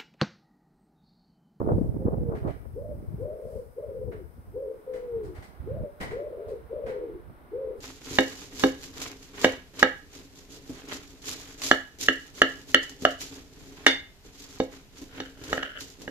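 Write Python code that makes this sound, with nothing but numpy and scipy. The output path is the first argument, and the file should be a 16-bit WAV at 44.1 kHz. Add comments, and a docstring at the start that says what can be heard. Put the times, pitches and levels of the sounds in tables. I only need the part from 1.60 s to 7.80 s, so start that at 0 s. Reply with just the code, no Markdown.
"""A wood pigeon coos from a branch overhead: husky gliding notes, and one long, smooth falling note.
Each is a nearly pure tone that a fluttering syrinx roughens; the throat and the garden colour it.
Gusts buffet the two ports of a hand-held microphone, hardest in the first second: shaped noise and thumps.
Shoes scuff the ground below, as bursts of noise and ringing paving.
Far traffic, soft leaf rustles and a fine hiss lie behind, all as coloured noise."""
import sys
import numpy as np
from scipy import signal
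from scipy.fft import rfft, irfft, next_fast_len
from scipy.io import wavfile
from scipy.ndimage import uniform_filter1d, map_coordinates

SR = 44100
rng = np.random.default_rng(int(sys.argv[2]) if len(sys.argv) > 2 else 0)


def bounce(signal):
    """Save signal as a 16-bit WAV file at the path given by the first command-line argument."""
    frames = np.transpose(np.atleast_2d(signal))
    limited = np.clip(frames, -1, 1)
    pcm = np.round(limited * 32767).astype(np.int16)
    wavfile.write(sys.argv[1], SR, pcm)


N = 273605

# wind on the ports, hard at first and then in light gusts:
# (time [s], relative level [dB], left over right [dB])
WIND = [(0, -32, -12), (.12, -26, 0), (.2, -23.5, 5), (.27, -30, 3), (.47, -26.5, -7.5), (.64, -29, -5.5),
        (.8, -33.5, -5.5), (.9, -39, -20), (1.07, -45.5, 15.5), (1.22, -40, -4), (1.53, -35.5, 4),
        (1.66, -38, 7.5), (1.8, -54, 18), (1.96, -42, 3), (2.14, -57, 15), (2.42, -40, 1.5),
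        (2.7, -47.5, 7.5), (2.97, -44.5, 2), (3.15, -59.5, 2), (3.46, -52.5, -9), (3.6, -42.5, -1),
        (3.79, -47.5, 1.5), (3.91, -52.5, -20.5), (4.02, -44, -4.5), (4.21, -34, -1), (4.35, -63, -5),
        (4.47, -39, 3.5), (4.76, -56.5, -10), (4.94, -48, -8), (5.03, -51.5, -8), (5.27, -46, 5),
        (5.44, -57.5, -24), (5.68, -46, -6), (5.82, -55, 4.5), (6.2, -52, -9)]
WIND_GAIN_DB = 2

# the five notes of the phrase: (time into the note [s], pitch before the song's ratio [Hz],
# relative level [dB], roughness before the quaver [0-1])
ARCHED = [(0, 316, -62, 0.3), (.028, 396, -32.5, 0.6), (.048, 503.5, -31, 0.11), (.082, 573, -36, 0.4),
          (0.124, 674, -38.5, 0.83), (0.167, 609.3, -38, .88), (.195, 590, -32.5, .25),
          (0.224, 570, -39.5, 0.14), (.255, 557, -71, 0.1)]
# a held note, same columns: (time [s], pitch [Hz], relative level [dB], roughness [0-1])
HELD = [(0, 333.3, -50.5, .35), (.038, 477.8, -31.5, .15), (.088, 581.6, -32.5, .4),
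        (.15, 614, -34.5, 0.21), (.21, 598, -40, 0.96), (.29, 590.4, -36.5, 0.86), (0.377, 623, -40, 0.77),
        (.415, 545, -31, 0.72), (.472, 460.2, -42.5, .1), (.527, 447.6, -59.5, 0.33)]
# a falling note, same columns: (time [s], pitch [Hz], relative level [dB], roughness [0-1])
FALLING = [(0, 374, -64, .5), (.025, 473.7, -37.5, 0.34), (0.057, 600.8, -33, .62), (0.109, 605, -37, 0.59),
           (.19, 529, -35.5, 0.59), (0.302, 517.2, -35, .42), (.39, 482, -35, .38), (.475, 410, -43, .55),
           (0.524, 352, -40.5, 0.26), (.565, 337.5, -64.5, 0.22)]
# a short note, same columns: (time [s], pitch [Hz], relative level [dB], roughness [0-1])
SHORT = [(0, 303, -73, .5), (.028, 404.6, -40.5, 0.5), (.049, 488.3, -30, 0.21), (0.086, 541, -36, .25),
         (0.121, 550.7, -33.5, 0.31), (.16, 527, -34.5, 0.54), (.2, 526.4, -33, .62),
         (.262, 503, -45, 0.94), (.32, 506, -51.5, .6)]
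# a long, smooth falling note, same columns: (time [s], pitch [Hz], relative level [dB], roughness [0-1])
SMOOTH = [(0, 520, -46, .1), (.016, 516, -34, .18), (.09, 510, -31, .26), (.205, 490, -37.5, 0.082),
          (.305, 458, -26.5, 0.018), (.35, 443, -30.5, .1), (.41, 400, -39, .4), (.48, 354, -37, .3),
          (.515, 328, -63, 0.47)]


def amp(db):
    """Decibels to gain."""
    return 10 ** (np.asarray(db) / 20)


def unit(x):
    """x at rms 1."""
    return x / np.sqrt(np.mean(np.abs(x) ** 2) + 1e-20)


def along(points, hz):
    """(Hz, value) points read on a log frequency axis."""
    f, v = np.transpose(points)
    return np.interp(np.log(np.maximum(hz, 1)), np.log(f), v)


def curves(rows, t):
    """Each column after the time, read at the times t."""
    s, *cols = np.transpose(rows)
    return [np.interp(t, s, c) for c in cols]


def bumps(rows, t):
    """Summed bell-shaped swells, from rows of (centre [s], level [dB], spread [s])."""
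    return sum(amp(level) * np.exp(-.5 * ((t - s) / spread) ** 2) for s, level, spread in rows)


def wobble(rate, size):
    """A smooth random curve, rate knots a second."""
    knots = rng.standard_normal(N // 40)
    return map_coordinates(knots, [np.arange(size) * rate / SR], mode="mirror")


def two_wobbles(rate):
    """A separate random curve for each port."""
    return np.array([wobble(rate, N), wobble(rate, N)])


def filtered(x, response):
    """x times a response of frequency."""
    m = next_fast_len(N + 8192)
    return irfft(rfft(x, m) * response(np.fft.rfftfreq(m, 1 / SR)), m)[..., :N]


def noise(spectrum, alike):
    """Coloured stereo noise of rms 1; alike is the share of power common to both sides."""
    left, right, both = filtered(rng.standard_normal((3, N)), lambda hz: amp(along(spectrum, hz)))
    share = np.clip(alike, 0, 1)
    return unit(np.sqrt(1 - share) * np.array([left, right]) + np.sqrt(share) * both)


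def steady(x, span):
    """x at an even power of 1, keeping only flutter faster than span seconds."""
    width = max(int(span * SR), 2)
    power = uniform_filter1d(uniform_filter1d(np.abs(x) ** 2, width), width)
    return x / np.sqrt(np.abs(power) + 1e-9)


def garden(x):
    """A diffuse stereo echo in which each frequency dies at its own speed."""
    # echo of walls and trees: (frequency [Hz], time to fall 60 dB [s])
    decay = [(200, 0.23), (600, 0.53), (2000, 0.51), (6000, 0.47), (14000, 0.054)]
    hz, t, z = signal.stft(rng.standard_normal((2, SR // 2)), SR, nperseg=256)
    dying = z * amp(-60 * t / along(decay, hz)[:, None])
    tail = signal.istft(dying, SR, nperseg=256)[1]
    tail = np.pad(tail, ((0, 0), (SR // 100, 0)))  # the echo starts 10 ms late
    return signal.fftconvolve(np.atleast_2d(x), tail / np.linalg.norm(tail[0]), axes=1)[:, :N]


def wind():
    """Eddies pass each port separately; the harder the gust, the more small, bright eddies it holds."""
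    # slow, large eddies: (frequency [Hz], level [dB per Hz])
    rumble_colour = [(15, -32.5), (30, -18.5), (50, 3), (100, -1.5), (160, -10.5), (260, -17.5), (450, -25),
                     (900, -36), (2000, -78)]
    # small eddies of a hard gust: (frequency [Hz], level [dB per Hz])
    flurry_colour = [(40, -23.5), (80, -9.5), (140, 4), (250, -1.5), (450, -5), (650, -15.5), (1000, -30.5),
                     (1600, -43), (3000, -64.5), (6000, -80)]
    # sharp puffs straight into the ports: (time [s], relative level [dB], spread [s])
    puff_rows = [(0.009, -30, 0.022), (0.102, -22.5, 0.022), (0.481, -28.5, 0.0096), (0.534, -31, 0.016),
                 (0.73, -32.5, 0.024), (0.876, -29, 0.024), (1.057, -43.5, 0.0062)]
    # colour of a puff: (frequency [Hz], level [dB per Hz])
    puff_colour = [(120, -18), (300, 5), (520, 6.5), (800, -7.5), (1200, -10.5), (1800, -32.5),
                   (3000, -72.5), (6000, -78)]
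    t = np.arange(N) / SR
    level_db, pan_db = curves(WIND, t)
    db = WIND_GAIN_DB + level_db + np.array([pan_db, -pan_db]) / 2
    # the deep rumble levels off in hard gusts
    deep = 1 / np.sqrt(1 + amp(2 * (db + 24.5)))
    rolls = unit(amp(5 * two_wobbles(28)))
    rumble = amp(2.0) * deep * rolls * steady(noise(rumble_colour, alike=0.31), span=0.11)
    # the flurry comes up in hard gusts
    small = 1 / (1 + amp(-1.4 * (db + 15.0)))
    lumps = amp(7.4 * two_wobbles(130))
    flurry = amp(5.0) * np.sqrt(small) * steady(lumps * noise(flurry_colour, alike=0.025), span=0.089)
    flutter = amp(7.8 * wobble(200, N))
    jet = steady(flutter * noise(puff_colour, alike=0.13), span=0.0083)
    puffs = bumps(puff_rows, t) * jet * amp([[-1], [-2]])
    return amp(db - 5.0) * (rumble + flurry) + puffs


def background():
    """Far traffic, stirring leaves and a fine hiss, each as noise of its own colour."""
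    # far traffic grows: (time [s], level [dB])
    town_level = [(0, -60.5), (.8, -60), (1.8, -61), (2.7, -62), (3.6, -55.5), (4.4, -56.5), (5.4, -54),
                  (6.2, -54.5)]
    # traffic heard from a distance: (frequency [Hz], level [dB per Hz])
    town_colour = [(30, 10.5), (100, 1), (250, 11), (500, 5), (900, 4), (1400, 3), (1800, -5.5),
                   (2120, -5.5), (2600, -13.5), (4000, -18), (7000, -47), (15000, -48)]
    # soft leaf rustles: (time [s], level [dB], spread [s])
    rustles = [(0.193, -70.5, .1), (1.193, -81.5, 0.056), (1.622, -72, 0.022), (1.948, -67, 0.086),
               (3.153, -82.5, 0.086), (6.195, -68.5, 0.023)]
    # colour of the leaves: (frequency [Hz], level [dB per Hz])
    leaf_colour = [(1500, 0), (3500, -6.5), (4900, 1), (6500, -4.5), (9000, 4), (12500, -1.5), (15500, -11)]
    # the fine hiss eases off: (time [s], level midway between the ports [dB])
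    hiss_level = [(1.8, -69), (4.5, -70), (5.6, -72)]
    # microphone hiss: (frequency [Hz], level [dB per Hz])
    hiss_colour = [(1000, -18), (3500, -18.5), (5000, 0.5), (6000, -5), (7400, -8.5), (8400, 3), (10000, 1),
                   (12500, 3.5), (15500, 0.5)]
    t = np.arange(N) / SR
    (town_db,), (hiss_db,) = curves(town_level, t), curves(hiss_level, t)
    town = amp(town_db + 1.0 * wobble(7, N)) * noise(town_colour, alike=0.49)
    leaves = bumps(rustles, t) * noise(leaf_colour, alike=0.12)
    hiss = amp(hiss_db) * noise(hiss_colour, alike=.05) * amp([[2], [-2]])
    return town + leaves + hiss


def pigeon():
    """The notes reach the left port a little sooner and louder, and echo round the garden."""
    # the song: (start [s], note, time stretch [ratio], pitch [ratio], level [dB], quaver [dB])
    song_rows = [(.01, SHORT, 1.08, 0.9, -5.5, 5), (.385, SMOOTH, 1.0, 1.02, -7, 2),
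                 (1.136, ARCHED, 0.91, 1.003, -2.5, -0.5), (1.575, HELD, 0.96, 1.012, -1, 0.5),
                 (2.15, FALLING, 0.92, 0.99, -1.5, 4), (2.916, SHORT, 0.94, 0.99, 0.8, -1),
                 (3.264, SMOOTH, 0.97, 1.0, -0.5, 1.2), (4.045, ARCHED, 1.07, 1.0, -1, 0),
                 (4.5, HELD, 1.016, 0.97, 0.5, 1.1), (5.088, FALLING, 0.93, 0.99, 2.35, 2),
                 (5.893, SHORT, 1.06, 0.98, 2, -0.5)]
    radiation_hz = 321  # the small body radiates little below this
    lead_s = 0.0002  # the left port hears the bird this much sooner
    song = sum(sung_note(*row) for row in song_rows)
    song = filtered(song, lambda hz: 1 / np.sqrt(1 + (radiation_hz / np.maximum(hz, 1)) ** 14))
    sides = np.array([[1], [-1]])
    direct = filtered(song, lambda hz: np.exp(1j * np.pi * hz * lead_s * sides)) * amp([[1.7], [-1.4]])
    return direct + amp(-12) * garden(song)


def sung_note(start_s, shape, stretch, ratio, level_db, quaver_db):
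    """A note stretched and shifted in pitch; it may quaver, a positive quaver clearing on each swell."""
    quaver_hz, first_swell_s = 14.92, 0.034  # both in the note's own time, before the stretch
    clears = 0.054  # roughness lost per dB of swell
    t = np.arange(int(shape[-1][0] * stretch * SR)) / SR / stretch
    pitch, db, rough = curves(shape, t)
    swell_db = quaver_db * np.cos(2 * np.pi * quaver_hz * (t - first_swell_s))
    return coo(start_s, ratio * pitch, level_db + db + swell_db, rough - clears * swell_db)


def coo(start_s, pitch, db, rough):
    """A nearly pure tone that an uneven flutter of the syrinx breaks into a throbbing rasp."""
    # what the inflated throat lets through: (frequency [Hz], gain [dB])
    throat = [(200, -30.5), (290, -7), (350, -3.5), (400, -10), (455, 8.5), (530, -1.5), (600, 6.5),
              (660, 8.5), (730, -33), (900, -42)]
    flutter_hz, flutter_jitter = 64, .3  # mean rate; its random share
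    pitch_jitter = .025  # random share of the pitch at full roughness
    throb_db, overtone_db = 3.2, -34.5  # throb at full roughness; octave overtone
    size = len(pitch)
    t = np.arange(size) / SR
    rough = np.clip(rough, 0, .98)
    phase = 2 * np.pi * np.cumsum(pitch * (1 + pitch_jitter * rough * wobble(123.0, size))) / SR
    flutter = 2 * np.pi * np.cumsum(flutter_hz * (1 + flutter_jitter * wobble(70.6, size))) / SR
    # the flutter throws sidebands mostly below the tone, and the throat favours those near its resonance
    rasp = 0
    for order, side_db in [(-1, -15), (1, 0), (2, -1), (3, -4), (4, -9), (5, -15)]:
        stray = 1.35 * wobble(46.3, size) + rng.uniform(0, 2 * np.pi)
        gain = amp(side_db + along(throat, pitch - order * flutter_hz))
        rasp = rasp + gain * np.exp(1j * (stray - order * flutter))
    # rough stretches also throb at about half the flutter rate
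    throb = amp(throb_db * np.sqrt(rough) * np.sin(flutter / 2 + wobble(30, size)))
    voice = np.sqrt(1 - rough) + np.sqrt(rough) * steady(rasp, span=0.067)
    wave = steady(throb * voice, span=0.059) * np.exp(1j * phase)
    fade = np.clip(np.minimum(t, t[-1] - t) / 0.0025, 0, 1)  # 2.5 ms at each end
    note = amp(db) * fade * (wave + amp(overtone_db) * wave ** 2).real
    return np.pad(note, (max(int(start_s * SR), 0), N))[:N]


def thumps():
    """An eddy that hits the ports squarely gives each about one cycle of pressure, slightly different."""
    # the hardest eddies: (time [s], relative level [dB], pitch [Hz], left over right [dB])
    hard_eddies = [(.016, -18.5, 332, -9), (.076, -18, 280, -13), (0.104, -25.5, 423, 13),
                   (0.123, -14, 130, -4), (0.185, -19.5, 154, -1), (0.215, -13.5, 230, 5),
                   (0.456, -16.5, 245, -11.5), (0.463, -14.5, 122.7, -0.5), (0.484, -15.5, 363, 4.5),
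                   (0.582, -21.5, 234, -2), (.62, -22.5, 250, -3), (0.692, -18.5, 131, -4.5),
                   (0.826, -23.5, 79.5, -4), (.851, -23, 200, -13), (1.428, -33, 275, -7),
                   (1.486, -25, 95.7, 3), (1.545, -22, 110, 0.5), (3.789, -30.5, 79.7, -4),
                   (4.007, -29, 64.5, -9), (4.119, -26.5, 106.5, 1), (4.161, -36, 120, -9),
                   (4.213, -24.5, 127, 1), (4.236, -28, 186, -5.5)]
    t, out = np.arange(N) / SR, np.zeros((2, N))
    for s, db, hz, pan_db in hard_eddies + lesser_eddies():
        near = np.abs(t - s) < 4 / hz
        cycles = (t[near] - s) * hz
        shape = rng.uniform(0, 2 * np.pi) + rng.normal(0, 0.64, (2, 1))
        push = np.cos(2 * np.pi * cycles + shape) / (1 + (cycles / 0.61) ** 2) ** 2
        out[:, near] += amp([[db + pan_db / 2], [db - pan_db / 2]]) * push
    return out


def lesser_eddies():
    """Random eddies, stronger and brighter in a harder wind: rows like those of the hardest ones."""
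    per_s, over_wind_db, scatter_db = 14, 3.5, 1  # rate; level over the wind table; scatter either way
    mid_hz, db_per_octave = 107, 20.5  # middle pitch at a table level of -33 dB; a harder wind raises it
    when, strength, pitch, pan = rng.uniform(size=(int(per_s * N / SR), 4)).T
    s = when * N / SR
    wind_db, pan_db = curves(WIND, s)
    hz = mid_hz * 2 ** ((wind_db + 33) / db_per_octave + pitch - .5)
    db = wind_db + over_wind_db + scatter_db * (2 * strength - 1)
    return list(zip(s, db, hz, pan_db + 8 * (2 * pan - 1)))


def shoes():
    """Each sole lands, drags briefly and lets go, crunching fine grit and making the paving ring."""
    # shoe scuffs: (time [s], relative rub [dB], relative grit [dB], relative ring [dB], drag [s])
    scuffs = [(0.744, -52.5, -68.5, -56.5, 0.025), (.868, -53.5, -69.5, -54, 0.03),
              (2.513, -52.5, -87.5, -60, 0.0099), (3.33, -56.5, -62.5, -52.5, 0.027),
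              (3.629, -64, -65, -77, 0.032), (3.745, -56, -64, -54, 0.035),
              (3.819, -59.5, -61, -53.5, 0.019), (4.4, -42, -49.5, -35.5, 0.024),
              (4.504, -50, -64.5, -47.5, 0.013), (4.878, -62, -65, -74.5, 0.02),
              (5.259, -48.5, -62.5, -48, 0.031)]
    # the rubbing sole: (frequency [Hz], level [dB per Hz])
    sole_colour = [(80, 13), (250, 9.5), (600, 10.5), (1000, 3.5), (1500, 4), (2300, -2), (3400, -14.5),
                   (4500, -19), (7000, -29), (12000, -37.5)]
    # fine grit: (frequency [Hz], level [dB per Hz])
    grit_colour = [(1500, -9), (3000, -3), (4500, 1.5), (7200, -5.5), (8500, -0.5), (11000, -9.5),
                   (15500, -12)]
    # what the scraped paving rings with: (frequency [Hz], width [Hz], relative level [dB])
    paving = [(2004, 115, 3), (2298, 190, -6), (2943, 160, -8.5), (4180, 220, -18)]
    rise_s, t60_s = 0.0094, 0.2
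    t = np.arange(N) / SR
    rub, crunch, scrape = np.zeros((3, N))
    for s, rub_db, grit_db, ring_db, drag in scuffs:
        landing = np.clip((t - s) / rise_s, 0, 1)
        stroke = landing * amp(-60 * np.maximum(t - s - rise_s - drag, 0) / t60_s)
        rub += amp(rub_db) * stroke
        crunch += amp(grit_db) * stroke
        scrape += amp(ring_db) * stroke

    def modes(f):
        """Resonances of the paving, summed with alternating sign."""
        return sum((-1) ** k * amp(db) * 1j * f * w / (c * c - f * f + 1j * f * w)
                   for k, (c, w, db) in enumerate(paving))

    ring = unit(filtered(rng.standard_normal((2, N)), modes))
    grains = unit(amp(2 * two_wobbles(900)))
    sole = amp(6.5) * rub * noise(sole_colour, alike=0.45)
    grit = crunch * noise(grit_colour, alike=0.12)
    close = grains * (sole + grit + amp(-6) * scrape * ring)
    return close + amp(-5) * garden(close.mean(axis=0))


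def scene():
    """Bird, wind, shoes and background at the two ports."""
    return pigeon() + wind() + shoes() + background() + thumps()


def record(dry):
    """The recorder sets the stereo width by frequency and keeps nothing above its band limit."""
    # the picture is widest in the upper midrange: (frequency [Hz], gain of side over mid [dB])
    width = [(60, 3), (200, 0), (480, -2), (700, -2), (950, 2), (1300, 10.5), (1900, 3), (2600, 2.5),
             (5000, 2), (12000, 0)]
    top_hz = 15730
    mid = filtered((dry[0] + dry[1]) / 2, lambda hz: amp(-along(width, hz) / 2))
    side = filtered((dry[0] - dry[1]) / 2, lambda hz: amp(along(width, hz) / 2))
    return filtered(np.array([mid + side, mid - side]), lambda hz: hz < top_hz)


dry = scene()
out = record(dry)
bounce(out)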